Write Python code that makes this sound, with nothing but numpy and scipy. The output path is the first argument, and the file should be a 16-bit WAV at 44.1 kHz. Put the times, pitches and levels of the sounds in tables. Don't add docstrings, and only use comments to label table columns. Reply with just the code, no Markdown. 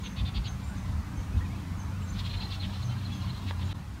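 import sys
import numpy as np
from scipy import signal
from scipy.fft import rfft, irfft, next_fast_len
from scipy.io import wavfile
from scipy.ndimage import uniform_filter1d, map_coordinates

SR = 44100
rng = np.random.default_rng(int(sys.argv[2]) if len(sys.argv) > 2 else 0)


def master(y):
    cut = np.clip(np.atleast_2d(y).T, -1, 1)
    pcm = np.round(cut * 32767)
    wavfile.write(sys.argv[1], SR, pcm.astype(np.int16))


N = 176400
TIME = np.arange(N) / SR

# f/Hz, level/dB, pitch waver/Hz, level swing/dB
HUM_LINES = [(122.55, -45, 1.903, 4), (193.3, -48.6, 1.79, 3), (288, -60.5, 2.45, 4.5)]
# t/s, level/dB
DRONE_RIDE = [(0, -60), (.22, -33), (.55, -56.5), (1.1, -44), (1.36, -35), (1.6, -41), (1.9, -36),
              (2.7, -37.5), (3.45, -35), (3.7, -33), (3.9, -40)]
# t/s, level/dB
WIND_PUFFS = [(.225, -32.5), (0.379, -30.5), (0.879, -31.5), (.96, -28), (1.19, -35), (1.37, -28),
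              (2.35, -38)]
# f/Hz, level/dB
WIND_EQ = [(15, -28), (28, -27), (42, -4), (60, 2), (80, -0.5), (120, -13), (250, -20.5), (600, -84)]
# f/Hz, level/dB
TRAFFIC_EQ = [(30, -38), (70, -2), (110, 1), (150, -3), (185, -0.5), (230, -7.5), (300, -15.5),
              (400, -21.5), (700, -47.5), (2000, -65)]
# f/Hz, level/dB
SWELL_EQ = [(100, -33), (150, -3), (220, -2.5), (285, 4), (350, -9.5), (600, -50)]
# f/Hz, level/dB
AIR_EQ = [(150, -28), (450, -5), (700, -2), (950, 2), (1400, -3), (2200, -8), (3200, -13), (5000, -15.5),
          (6800, -16), (7800, -19.5), (9700, -20), (10400, -27), (11200, -22.5), (15500, -27.5)]
# start t/s, length t/s, final f/Hz, level/dB
WHISTLE_CUES = [(0.012, 0.069, 6270, -51.5), (0.088, 0.054, 6200, -60), (0.45, 0.061, 6260, -51.5),
                (0.62, 0.035, 7200, -56.5), (0.652, 0.038, 8380, -58.5), (.675, 0.025, 7150, -56),
                (0.752, 0.044, 6180, -54.5), (1.136, .055, 6220, -58.5), (1.763, 0.059, 6230, -54),
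                (2.000, .040, 7450, -57), (2.06, .052, 6200, -53.5), (2.095, 0.023, 6970, -50.5),
                (2.345, 0.027, 7000, -63), (2.815, 0.056, 6200, -54), (3.111, 0.052, 6320, -56),
                (3.624, 0.04, 6930, -59)]
# start t/s, length t/s, level/dB, first centre f/Hz, last centre f/Hz
RASP_CUES = [(0.03, 0.057, -43.5, 3413, 3340), (0.159, 0.063, -43.5, 3460, 3620),
             (0.245, 0.059, -44, 3604, 3560), (0.338, 0.055, -41, 3680, 3590),
             (0.436, 0.053, -42.5, 3785, 3584), (2.144, 0.042, -49.5, 3300, 3310),
             (2.182, 0.03, -42, 3810, 3470), (2.231, 0.061, -46.5, 3680, 3300),
             (2.291, 0.036, -47.5, 3500, 3610), (2.325, 0.039, -41, 3700, 3070),
             (2.402, 0.037, -43.5, 3780, 3570), (2.5, 0.046, -43, 3900, 3340),
             (2.604, 0.064, -43, 3566, 3220), (2.716, .045, -50.5, 3566, 3440),
             (3.257, 0.064, -50, 3400, 3410), (3.460, 0.056, -46.5, 3680, 3430),
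             (3.588, 0.06, -49, 3335, 3410), (3.688, 0.052, -48, 3444, 3270)]
# f/Hz, level/dB
THROAT_EQ = [(1000, -19), (1800, -7.5), (2500, -1), (3100, 0), (3600, 0.5), (4200, 1.5), (4700, -7),
             (5300, -17), (7000, -36), (11000, -52)]
# t/s, share of power in clear partials
RASP_CLARITY = [(.45, 0.64), (2.45, 0.44), (3.4, .12)]
# delay t/s, gain
WALL_TAPS = [(.00363, .55), (.00587, .25), (.01043, .22)]
# start t/s, length t/s, first f/Hz, last f/Hz, level/dB
WARBLE_CUES = [(0.843, 0.026, 1934, 2070, -53), (1.327, 0.024, 2420, 2650, -53.5),
               (1.403, 0.029, 1750, 1995, -47.5), (1.443, 0.033, 2580, 2320, -53.5),
               (1.494, 0.048, 2080, 2410, -58), (1.543, 0.023, 2540, 2620, -53.5),
               (1.913, .075, 2270, 2800, -61)]
# t/s, level/dB
CHATTER_RIDE = [(2.05, -64), (2.2, -50.5), (2.4, -52), (2.7, -52), (3.3, -54), (3.7, -57), (3.95, -62.5)]
# f/Hz, level/dB
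CHATTER_EQ = [(1500, -15), (2500, -5.5), (3300, 0), (4100, 0), (4700, -6), (5300, -7.5), (6200, -14),
              (9000, -24)]
# centre t/s, level/dB
PEEP_CUES = [(2.255, -47), (2.301, -47), (2.319, -49), (2.377, -46.5), (2.409, -43.5), (2.433, -47.5),
             (2.453, -44.5), (2.516, -48), (2.606, -42.5), (2.755, -50), (2.830, -49.5), (2.901, -52.5),
             (2.987, -54), (3.057, -46.5), (3.226, -51), (3.304, -48), (3.346, -55), (3.379, -51.5)]
# f/Hz, relative level/dB
TICK_RING = [(600, 5), (950, 9.5), (1220, 3), (1700, 6.5), (1950, 3)]


def amp(db):
    return 10 ** (np.asarray(db) / 20)


def unit(x):
    return x / np.sqrt(np.mean(x ** 2) + 1e-20)


def clock(length):
    return np.arange(max(int(length * SR), 8)) / SR


def curve(rows):
    return np.interp(TIME, *np.transpose(rows))


def bump(at_s, width_s):
    return np.exp(-.5 * ((TIME - at_s) / width_s) ** 2)


def wobble(rate):
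    return map_coordinates(rng.standard_normal(4096), [TIME * rate + 2], mode="wrap")


def equalise(x, eq):
    size = next_fast_len(N + 8192)
    hz, db = np.transpose(eq)
    gain = amp(np.interp(np.log(np.fft.rfftfreq(size, 1 / SR) + 1), np.log(hz), db))
    return irfft(rfft(x, size) * gain, size)[:N]


def noise(eq):
    return unit(equalise(rng.standard_normal(N), eq))


def patchy(x, depth_db):
    spectrum = signal.stft(x, nperseg=2048)[2]
    patches = uniform_filter1d(rng.standard_normal(spectrum.shape), size=3, axis=0)
    patches = unit(uniform_filter1d(patches, size=4, axis=1))
    depth = depth_db * np.interp(np.linspace(0, SR / 2, len(spectrum)), [2000, 9000], [1, .3])
    return unit(signal.istft(spectrum * amp(depth[:, None] * patches), nperseg=2048)[1][:N])


def tone(hz):
    return np.sqrt(2) * np.sin(2 * np.pi * (np.cumsum(hz) / SR + rng.random()))


def gate(t, attack_s, release_s):
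    return np.clip(np.minimum(t / attack_s, (t[-1] - t) / release_s), 0, 1)


def piece(x, start, t):
    return np.take(x, int(start * SR) + np.arange(len(t)), mode="wrap")


def add(out, start, x):
    i = max(int(start * SR), 0)
    out[i:i + len(x)] += x[:max(N - i, 0)]


def machine(drone_hz=93.2, trim_db=-1.5):
    drone_db = curve(DRONE_RIDE) + trim_db + 2.2 * wobble(16)
    out = amp(drone_db) * tone(drone_hz + 2.987 * wobble(14))
    for hz, db, waver_hz, swing_db in HUM_LINES:
        out += amp(db + swing_db * wobble(7)) * tone(hz + waver_hz * wobble(8))
    return out


def wind(calm_db=-41.5):
    puffs = sum(amp(db) * bump(at, width_s=.028) for at, db in WIND_PUFFS)
    return np.hypot(puffs, amp(calm_db + 3.2 * wobble(15))) * noise(WIND_EQ)


def traffic(rumble_db=-40, swell_db=-47.5):
    rumble = amp(rumble_db + 1.3 * wobble(13)) * patchy(noise(TRAFFIC_EQ), depth_db=2)
    return rumble + amp(swell_db) * bump(at_s=1.485, width_s=.24) * noise(SWELL_EQ)


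def air(level_db=-49.5):
    return amp(level_db + .043 * wobble(6.5)) * patchy(noise(AIR_EQ), depth_db=3)


def stray_notes(per_s=12, centre_hz=2300, note_s=.0383, level_db=-63):
    out, t = np.zeros(N), clock(note_s)
    for k, (late, pitch, slur, accent) in enumerate(rng.standard_normal((int(per_s * N / SR), 4))):
        hz = centre_hz * np.exp(.22 * pitch + .127 * slur * t / note_s)
        add(out, (k + late) / per_s, amp(level_db + 2 * accent) * np.hanning(len(t)) * tone(hz))
    return out


def whistles(swell_db=19, ripple_hz=110, ripple_s=.021):
    direct, send, waver = np.zeros(N), np.zeros(N), 95 * wobble(400)
    for start, length, final_hz, db in WHISTLE_CUES:
        t = clock(length)
        drop_hz = 18000 * length
        height = np.maximum(1 - t / length / .54, 0) ** 1.2
        ripple = ripple_hz * (np.abs(np.sin(np.pi * (length - t) / ripple_s)) - .5)
        hz = final_hz + drop_hz * height + ripple + piece(waver, start, t)
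        note = amp(db - swell_db * height) * gate(t, .0048, .011) * tone(hz)
        wet = np.interp(db, [-57, -51], [.85, .2])
        add(direct, start, np.sqrt(1 - wet) * note)
        add(send, start, np.sqrt(wet) * note)
    return direct + trees(send)


def throat(pulse_hz=622, jitter_periods=.22, breath_share=.35):
    count = int(N / SR * pulse_hz)
    late, accent = rng.standard_normal((count, 2)).T
    times = (np.arange(count) + jitter_periods * late) / pulse_hz
    samples = np.clip(times * SR, 0, N - 1).astype(int)
    pulses = unit(np.bincount(samples, amp(2 * accent), N))
    drive = np.sqrt(1 - breath_share) * pulses + np.sqrt(breath_share) * rng.standard_normal(N)
    return unit(equalise(drive, THROAT_EQ))


def rasps(core_hz=3562, spacing_hz=325, swell_db=9.5):
    grit = throat()
    centre_hz = core_hz + 45 * wobble(500)
    partials = np.zeros(N)
    for k in range(-3, 4):
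        partial_db = -2 * abs(k) + 4 * wobble(35)
        partials += amp(partial_db) * tone(centre_hz + k * spacing_hz)
    clarity = curve(RASP_CLARITY)
    voice = np.sqrt(1 - clarity) * grit + np.sqrt(clarity) * unit(partials)
    out = np.zeros(N)
    for start, length, db, first_hz, last_hz in RASP_CUES:
        t = clock(length)
        varispeed = np.linspace(first_hz, last_hz, len(t)) / core_hz
        call = map_coordinates(piece(voice, start, clock(2 * length)), [np.cumsum(varispeed)])
        rise_db = swell_db * np.minimum(2 * t / length - 1, 0)
        add(out, start, amp(db + rise_db) * gate(t, .0067, .018) * call)
    return out


def wall(x):
    return x + sum(gain * np.interp(TIME - delay, TIME, x, left=0) for delay, gain in WALL_TAPS)


def trees(x, t60_s=.28, bloom_s=.0066):
    t = clock(.6)
    tail = rng.standard_normal(len(t)) * amp(-60 * t / t60_s) * (1 - np.exp(-t / bloom_s))
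    return signal.fftconvolve(x, tail / np.linalg.norm(tail))[:N]


def warble():
    out = np.zeros(N)
    for start, length, first_hz, last_hz, db in WARBLE_CUES:
        t = clock(length)
        add(out, start, amp(db) * gate(t, .013, .0086) * tone(np.linspace(first_hz, last_hz, len(t))))
    return out


def far_chatter():
    return amp(curve(CHATTER_RIDE) + 2.8 * wobble(34.96)) * patchy(noise(CHATTER_EQ), depth_db=5)


def peeps(top_hz=4124, arch_hz=60, length_s=.032):
    out, waver, t = np.zeros(N), 111 * wobble(700), clock(length_s)
    across = 2 * t / length_s - 1
    for centre, db in PEEP_CUES:
        hz = top_hz - arch_hz * across ** 2 + piece(waver, centre, t)
        add(out, centre - length_s / 2, amp(db) * np.cos(np.pi * across / 2) ** 2 * tone(hz))
    return out


def tick(at_s=3.5095, gain_db=-34.3, ring_t60_s=.022, crack_t60_s=.014, lowpass_hz=3800):
    out, t = np.zeros(N), clock(.08)
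    modes = sum(amp(db) * np.sin(2 * np.pi * (hz * t + rng.random())) for hz, db in TICK_RING)
    ring = .5 * amp(-60 * t / ring_t60_s) * modes
    crack = 2 * amp(-60 * t / crack_t60_s) * rng.standard_normal(len(t))
    add(out, at_s, amp(gain_db) * (ring + crack))
    return signal.lfilter(*signal.butter(4, lowpass_hz, fs=SR), out)


def scene():
    scolding, song = rasps() + peeps(), warble()
    tail = amp(-11.5) * trees(scolding + 2 * song)
    birds = wall(scolding) + song + tail + whistles() + far_chatter() + stray_notes()
    return (birds + tick() + machine() + wind() + traffic() + air())[None]


def record(dry, dip_s=3.731, top_hz=15750):
    dip_db = curve([(dip_s - .001, 0), (dip_s, -24), (dip_s + .009, -10), (dip_s + .0173, -2.5)])
    size = next_fast_len(N + 8192)
    passband = np.fft.rfftfreq(size, 1 / SR) < top_hz
    return irfft(rfft(dry * amp(dip_db), size) * passband, size)[..., :N]


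dry = scene()
out = record(dry)
master(out)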